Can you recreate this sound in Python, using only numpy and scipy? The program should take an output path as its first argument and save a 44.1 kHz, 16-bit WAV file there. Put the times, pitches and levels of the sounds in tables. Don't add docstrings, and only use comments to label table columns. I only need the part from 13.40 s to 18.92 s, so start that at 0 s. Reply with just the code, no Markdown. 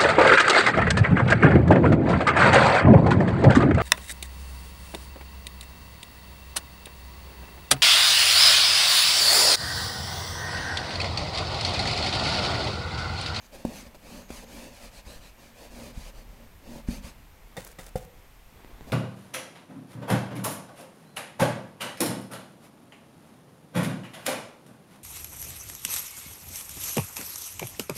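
import sys
import numpy as np
from scipy import signal
from scipy.fft import rfft, irfft
from scipy.io import wavfile

SR = 44100
rng = np.random.default_rng(int(sys.argv[2]) if len(sys.argv) > 2 else 0)


def wav_out(sig):
    wavfile.write(sys.argv[1], SR, np.round(np.clip(np.atleast_2d(sig).T, -1, 1) * 32767).astype(np.int16))


N = 243431
TIME = np.arange(N) / SR

# start_s, length_s, fastest_point (0-1), peakedness, hiss_db, hum_db, drum_db
BRUSH_STROKES = [(0.0, 0.073, 0.9, 1.3, -56.5, -84, -65), (0.113, 0.065, 0.66, 1.2, -50, -47, -50),
                 (0.167, 0.085, 0.23, .7, -54, -54, -51), (0.245, 0.14, 0.07, 0.57, -51, -47, -49),
                 (0.304, 0.16, 0.44, 1.1, -47, -59, -54), (0.445, 0.045, .5, 1.05, -54, -51.5, -64),
                 (0.543, 0.026, 0.34, 1.2, -54.5, -51, -60), (0.595, 0.26, 0.66, 1.03, -50, -50, -47),
                 (0.879, 0.17, 0.4, 0.93, -46.5, -54, -55), (1.012, 0.041, 0.74, 1.5, -55, -47, -50),
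                 (1.054, 0.28, 0.47, 0.83, -48.5, -51, -48), (1.309, 0.099, 0.63, 0.59, -51.5, -60, -63),
                 (1.386, 0.12, 0.47, 1.2, -48.5, -52.5, -55), (1.507, 0.11, .68, 0.66, -51.5, -59, -60),
                 (1.647, 0.16, 0.35, 0.71, -50, -53.5, -54), (1.796, 0.12, 0.6, 0.81, -53.5, -61, -57.5),
                 (1.977, 0.16, 0.2, .7, -55.5, -60, -56), (2.129, 0.17, 0.66, 1.1, -52, -52.5, -55.5),
                 (2.289, 0.24, 0.66, 0.63, -49.5, -51, -46.5), (2.529, 0.14, 0.63, 0.66, -50.5, -59.5, -58),
                 (2.639, 0.072, 0.54, 0.58, -50, -52.5, -56), (2.725, 0.12, 0.47, 1, -56, -54.5, -60),
                 (2.826, 0.25, 0.83, .6, -65, -62, -55), (3.183, 0.25, 0.75, 1.7, -52.5, -50, -45.5),
                 (3.467, 0.14, .36, 0.76, -47, -50.5, -45), (3.616, 0.11, 0.45, 1.1, -47.5, -57.5, -53.5),
                 (5.461, 0.071, 0.36, 1.1, -56, -49, -47.5)]
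# frequency_hz, density_db
BRISTLE_SPECTRUM = [(300, -6), (1000, 0.5), (1400, -4.5), (1750, -0.5), (2000, -2.5), (2400, 1.5),
                    (3300, -4.5), (4200, -2.5), (4900, -1.5), (5500, -5.5), (6300, -3), (7200, -5.5),
                    (10500, -5), (16000, -16)]
# frequency_hz, density_db
HUM_SPECTRUM = [(200, -16), (400, -10.5), (500, 0.5), (570, 2), (700, -7), (1000, -10.5), (1400, -35),
                (3000, -31.5)]
# frequency_hz, density_db
DRUM_SPECTRUM = [(50, -2.5), (140, -8.5), (190, -2), (230, 1.5), (280, -4), (380, -12), (700, -37)]
# start_s, end_s, pitch_hz, level_db
BRISTLE_RASPS = [(0, 0.082, 6450, -64.5), (0.326, 0.407, 2520, -58), (0.347, 0.424, 6100, -56.5),
                 (0.622, 1.35, 6530, -65), (1.535, 1.617, 4120, -58.5), (1.666, 1.76, 4030, -55),
                 (1.8, 1.9, 3920, -63), (2.638, 2.706, 2830, -62), (3.486, 3.566, 4500, -54),
                 (3.498, 3.582, 6300, -56)]
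# time_s, level_db
RUMBLE_LEVELS = [(0, -57.5), (.7, -53.5), (1.6, -51), (2.2, -55), (2.6, -48.5), (3.2, -50), (3.8, -50.5),
                 (4.9, -53.5), (5.25, -49), (5.52, -44)]
# frequency_hz, density_db
RUMBLE_SPECTRUM = [(15, -6.5), (28, -9.5), (37, 5.5), (50, -10), (70, -10.5), (100, -13.5), (150, -20.5),
                   (260, -26), (600, -51)]
# frequency_hz, density_db
AIR_SPECTRUM = [(100, -4), (300, -9), (500, -7.5), (900, -7.5), (1400, -11.5), (2300, -11), (4000, -18),
                (8000, -21.5), (12300, -22.5), (13200, -15.5), (14100, -19), (14600, -24), (16000, -28)]
# frequency_hz, t60_s
STUDIO_DECAY = [(100, 0.64), (500, 0.64), (2000, 0.58), (10000, 0.15)]
# time_s, blow_db, contact_ms, snap_db
CANVAS_LANDINGS = [(.2512, -22, 0.56, -36), (.467, -34, 2.7, -65), (.9043, -36.5, 0.46, -39.5),
                   (.9085, -21, 5.5, -60), (1.674, -22, 5.7, -57), (2.577, -21.5, 2.9, -51),
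                   (3.485, -42, 0.66, -39.5), (3.488, -15, 1.84, -58), (3.4925, -23, 2.9, -60),
                   (3.648, -24, 3.55, -62)]
# pitch_hz, gain_db, t60_s
CANVAS_RESONANCES = [(37.8, -18.5, 0.25), (63, -9, 0.096), (96, -9.5, 0.046), (192, -5, 0.041),
                     (232, 3.5, 0.04), (294, -1, 0.013), (525, 3.5, 0.024), (603, -28, 0.059),
                     (742, -4, 0.038), (896, -1.5, 0.032)]
# time_s, level_db
HANDLE_TICKS = [(.547, -36), (5.247, -33), (5.4095, -30.5), (5.5, -32)]
# start_s, length_s, rustle_db
ARM_MOVES = [(2.702, 0.56, -64.5), (3.729, 0.15, -65), (3.87, 0.25, -67), (4.044, 0.17, -60.5),
             (4.689, 0.22, -64), (5.08, 0.5, -56.5)]
# frequency_hz, density_db
CLOTH_SPECTRUM = [(71, -41), (120, -11), (396, -0.5), (561, -10), (961, -7), (1620, -17), (2040, -13),
                  (3000, -25), (3360, -19), (12000, -51), (15600, -68), (22000, -120)]
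# time_s, blow_db, contact_ms, snap_db
PALETTE_DABS = [(4.1668, -44, 0.22, -45), (4.1757, -37, 0.21, -47.5), (4.1817, -29, 0.57, -56),
                (4.1857, -53, 1, -59), (4.386, -46.5, 0.46, -46), (4.3925, -35, 0.93, -44),
                (4.557, -19, 0.68, -40.5)]
# pitch_hz, gain_db, t60_s
PALETTE_RESONANCES = [(48, -14, 0.22), (101, -2, 0.048), (165, -9, 0.066), (511.5, 6, 0.044),
                      (616, -20, 0.22), (692, -33, 0.31), (739, 1.5, 0.054), (800, -24, 0.48),
                      (1276, -6, 0.039), (1920, 5.5, 0.02), (2045, 4.5, 0.017), (3610, 7.5, .034),
                      (5100, -1, 0.05)]
# start_s, length_s, squelch_db
PAINT_MIXING = [(4.167, 0.166, -46.5), (4.387, 0.11, -49.5), (4.553, 0.104, -52.5)]
# frequency_hz, density_db
PAINT_SPECTRUM = [(200, 5), (500, 11), (1050, 4.5), (1500, 6.5), (2200, 3.5), (4000, -1), (5800, -1),
                  (7500, 1), (10000, 0), (13000, -7.5), (16000, -4.5)]
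# time_s, level_db, band_hz
THREAD_SNAPS = [(4.247, -30, 11000), (4.271, -37, 9500), (4.275, -35, 9000), (4.315, -39, 8000),
                (4.41, -37, 6000), (4.4395, -47, 9000), (4.464, -32.5, 7500), (4.49, -40, 9100),
                (4.576, -34.5, 12000), (4.6477, -42, 11100)]


def gain_of(db):
    return 10 ** (np.asarray(db) / 20)


def unit_rms(x):
    return x / np.sqrt(np.mean(x ** 2) + 1e-20)


def value_at(points, hz):
    table_hz, values = np.transpose(points)
    return np.interp(np.log(hz + 1), np.log(table_hz + 1), values)


def add(mix, start_s, sound):
    part = mix[max(round(start_s * SR), 0):][:len(sound)]
    part += sound[:len(part)]


def coloured(x, spectrum):
    hz = np.fft.rfftfreq(len(x), 1 / SR)
    return unit_rms(irfft(rfft(x) * gain_of(value_at(spectrum, hz)), len(x)))


def band(x, low_hz, high_hz):
    sos = signal.butter(2, [low_hz, min(high_hz, SR / 2 - 100)], "band", fs=SR, output="sos")
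    return signal.sosfilt(sos, x)


def grains(count, per_s, spread_db):
    size = gain_of(spread_db * np.minimum(rng.exponential(1, count), 4))
    return unit_rms(size * rng.choice([-1, 1], count) * (rng.random(count) < per_s / SR))


def flutter(count, hz, depth_db):
    slow = rfft(rng.standard_normal(SR)) / (1 + (np.fft.rfftfreq(SR, 1 / SR) / hz) ** 4)
    return gain_of(depth_db * np.resize(unit_rms(irfft(slow, SR)), count))


def arch(start_s, length_s, peak_at, peakedness):
    peak_s = start_s + length_s * np.clip(peak_at, 0.05, 0.95)
    phase = np.interp(TIME, [start_s, peak_s, start_s + length_s], [0, 0.5, 1])
    return (4 * phase * (1 - phase)) ** peakedness


def stroke_levels(pressure_lead=0.03):
    power = np.full((3, N), 1e-10)
    for start_s, length_s, fastest, peakedness, hiss_db, hum_db, drum_db in BRUSH_STROKES:
        speed = arch(start_s, length_s, fastest, peakedness)
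        pressure = arch(start_s, length_s, fastest - pressure_lead, peakedness)
        power[0] += (gain_of(hiss_db) * speed) ** 2
        power[1] += (gain_of(hum_db) * pressure) ** 2
        power[2] += (gain_of(drum_db) * pressure) ** 2
    return 10 * np.log10(power)


def bristle_hiss(level_db, grip, knee_db=-43.5, treble_hz=8000):
    slips = grains(N, per_s=16000, spread_db=2.0) * grip
    delay_s = 0.001148 * flutter(N, hz=1.73, depth_db=2.5)
    mirrored = np.interp(TIME - delay_s, TIME, slips)
    hiss = coloured(slips + 0.38 * mirrored, BRISTLE_SPECTRUM)
    hz = np.fft.rfftfreq(N, 1 / SR)
    treble = irfft(rfft(hiss) / (1 + (treble_hz / (hz + 1)) ** 6), N)
    treble_gain = gain_of(0.58 * (level_db - knee_db))
    return gain_of(level_db) * (hiss + treble * (treble_gain - 1))


def canvas_hum(hum_db, drum_db, grip):
    tugs = grains(N, per_s=2500, spread_db=2.5) * grip
    hum = coloured(tugs, HUM_SPECTRUM)
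    drum = coloured(tugs, DRUM_SPECTRUM)
    position = np.cumsum(flutter(N, hz=6.054, depth_db=0.72))
    bent_drum = np.interp(position % N, np.arange(N), drum)
    return gain_of(hum_db) * hum + gain_of(drum_db) * bent_drum


def brush_strokes():
    hiss_db, hum_db, drum_db = stroke_levels()
    grip = flutter(N, hz=112, depth_db=0.36)
    return bristle_hiss(hiss_db, grip) + canvas_hum(hum_db, drum_db, grip)


def bristle_rasps():
    out = np.zeros(N)
    for start_s, end_s, hz, db in BRISTLE_RASPS:
        slips = grains(round((end_s - start_s) * SR), per_s=10000, spread_db=-3)
        chatter = band(slips, hz - 240, hz + 240) + 0.36 * band(slips, 2 * hz - 550, 2 * hz + 550)
        add(out, start_s, gain_of(db) * unit_rms(chatter) * signal.windows.tukey(len(slips), 0.5))
    return out


def room_tone(air_db=-58):
    rumble_db = np.interp(TIME, *np.transpose(RUMBLE_LEVELS))
    rumble = gain_of(rumble_db) * coloured(rng.standard_normal(N), RUMBLE_SPECTRUM)
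    rumble *= flutter(N, hz=11, depth_db=2.0)
    return rumble + gain_of(air_db) * coloured(rng.standard_normal(N), AIR_SPECTRUM)


def studio_walls(x, echoes_per_s=2500, gap_s=0.007):
    echoes = rng.choice([-1., 1.], SR) * (rng.random(SR) < echoes_per_s / SR) * (TIME[:SR] > gap_s)
    hz, t, bands = signal.stft(echoes, SR, nperseg=256)
    decay = gain_of(-60 * t / value_at(STUDIO_DECAY, hz)[:, None])
    tail = signal.istft(bands * decay, SR, nperseg=256)[1]
    return signal.fftconvolve(x, tail / np.linalg.norm(tail))[:N]


def brush_blows(blows, modes, snap_s, scuff_db):
    t, out = np.arange(SR // 2) / SR, np.zeros(N)
    ring = sum(gain_of(db - 60 * t / t60_s) * np.cos(2 * np.pi * hz * t) for hz, db, t60_s in modes)
    lead_s = 0.02
    age_s = t - lead_s
    for time_s, blow_db, contact_ms, snap_db in blows:
        push = np.exp(-2 * (age_s * 1000 / contact_ms) ** 2)
        splay = np.clip(age_s / 0.0015, 0, 1) * np.exp(-abs(age_s) / snap_s)
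        puff = gain_of(snap_db) * coloured(rng.standard_normal(len(t)), PAINT_SPECTRUM) * splay
        hardness = 1 / (1 + (contact_ms / 0.53) ** 4)
        force = gain_of(blow_db) * push / push.sum() + gain_of(scuff_db) * hardness * puff
        add(out, time_s - lead_s, signal.fftconvolve(ring, force)[:len(t)] + puff)
    return out


def handle_ticks():
    t, out = np.arange(1024) / SR, np.zeros(N)
    for time_s, db in HANDLE_TICKS:
        click = np.exp(-t / 0.002) + 0.082 * rng.standard_normal(len(t)) * np.exp(-t / 0.0011)
        add(out, time_s, gain_of(db) * band(click, 170, 4800))
    return out


def clothes_rustle(ease_share=0.48):
    out = np.zeros(N)
    for start_s, length_s, db in ARM_MOVES:
        rub = coloured(grains(round(length_s * SR), per_s=5000, spread_db=3.5), CLOTH_SPECTRUM)
        add(out, start_s, gain_of(db) * rub * signal.windows.tukey(len(rub), ease_share))
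    return out


def wet_paint(ease_db_per_s=55, fade_samples=90):
    t, out = np.arange(1024) / SR, np.zeros(N)
    for start_s, length_s, squelch_db in PAINT_MIXING:
        level_db = squelch_db - ease_db_per_s * np.arange(0, length_s, 1 / SR)
        count = len(level_db)
        crackle = grains(count, per_s=3500, spread_db=0.5) * flutter(count, hz=146, depth_db=3.0)
        fade = np.minimum(np.arange(count) / fade_samples, 1)
        add(out, start_s, gain_of(level_db) * coloured(crackle, PAINT_SPECTRUM) * fade * fade[::-1])
    for time_s, db, hz in THREAD_SNAPS:
        burst = rng.standard_normal(len(t)) * np.minimum(t / 0.0019, 1) * np.exp(-t / 0.0023)
        add(out, time_s, gain_of(db) * band(burst, hz * 0.5, hz * 1.7))
    return out


def scene():
    canvas = brush_blows(CANVAS_LANDINGS, CANVAS_RESONANCES, snap_s=0.0025, scuff_db=-22)
    palette = brush_blows(PALETTE_DABS, PALETTE_RESONANCES, snap_s=0.012, scuff_db=-26)
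    handwork = brush_strokes() + bristle_rasps() + wet_paint() + handle_ticks() + clothes_rustle()
    walls = studio_walls(gain_of(-15) * canvas + gain_of(-17.5) * palette + gain_of(-14) * handwork)
    return (handwork + canvas + palette + walls + room_tone())[None]


def record(dry):
    lowpass = signal.firwin(511, cutoff=15900, window=("kaiser", 9), fs=SR)
    return signal.oaconvolve(dry, lowpass[None], "same")


dry = scene()
out = record(dry)
wav_out(out)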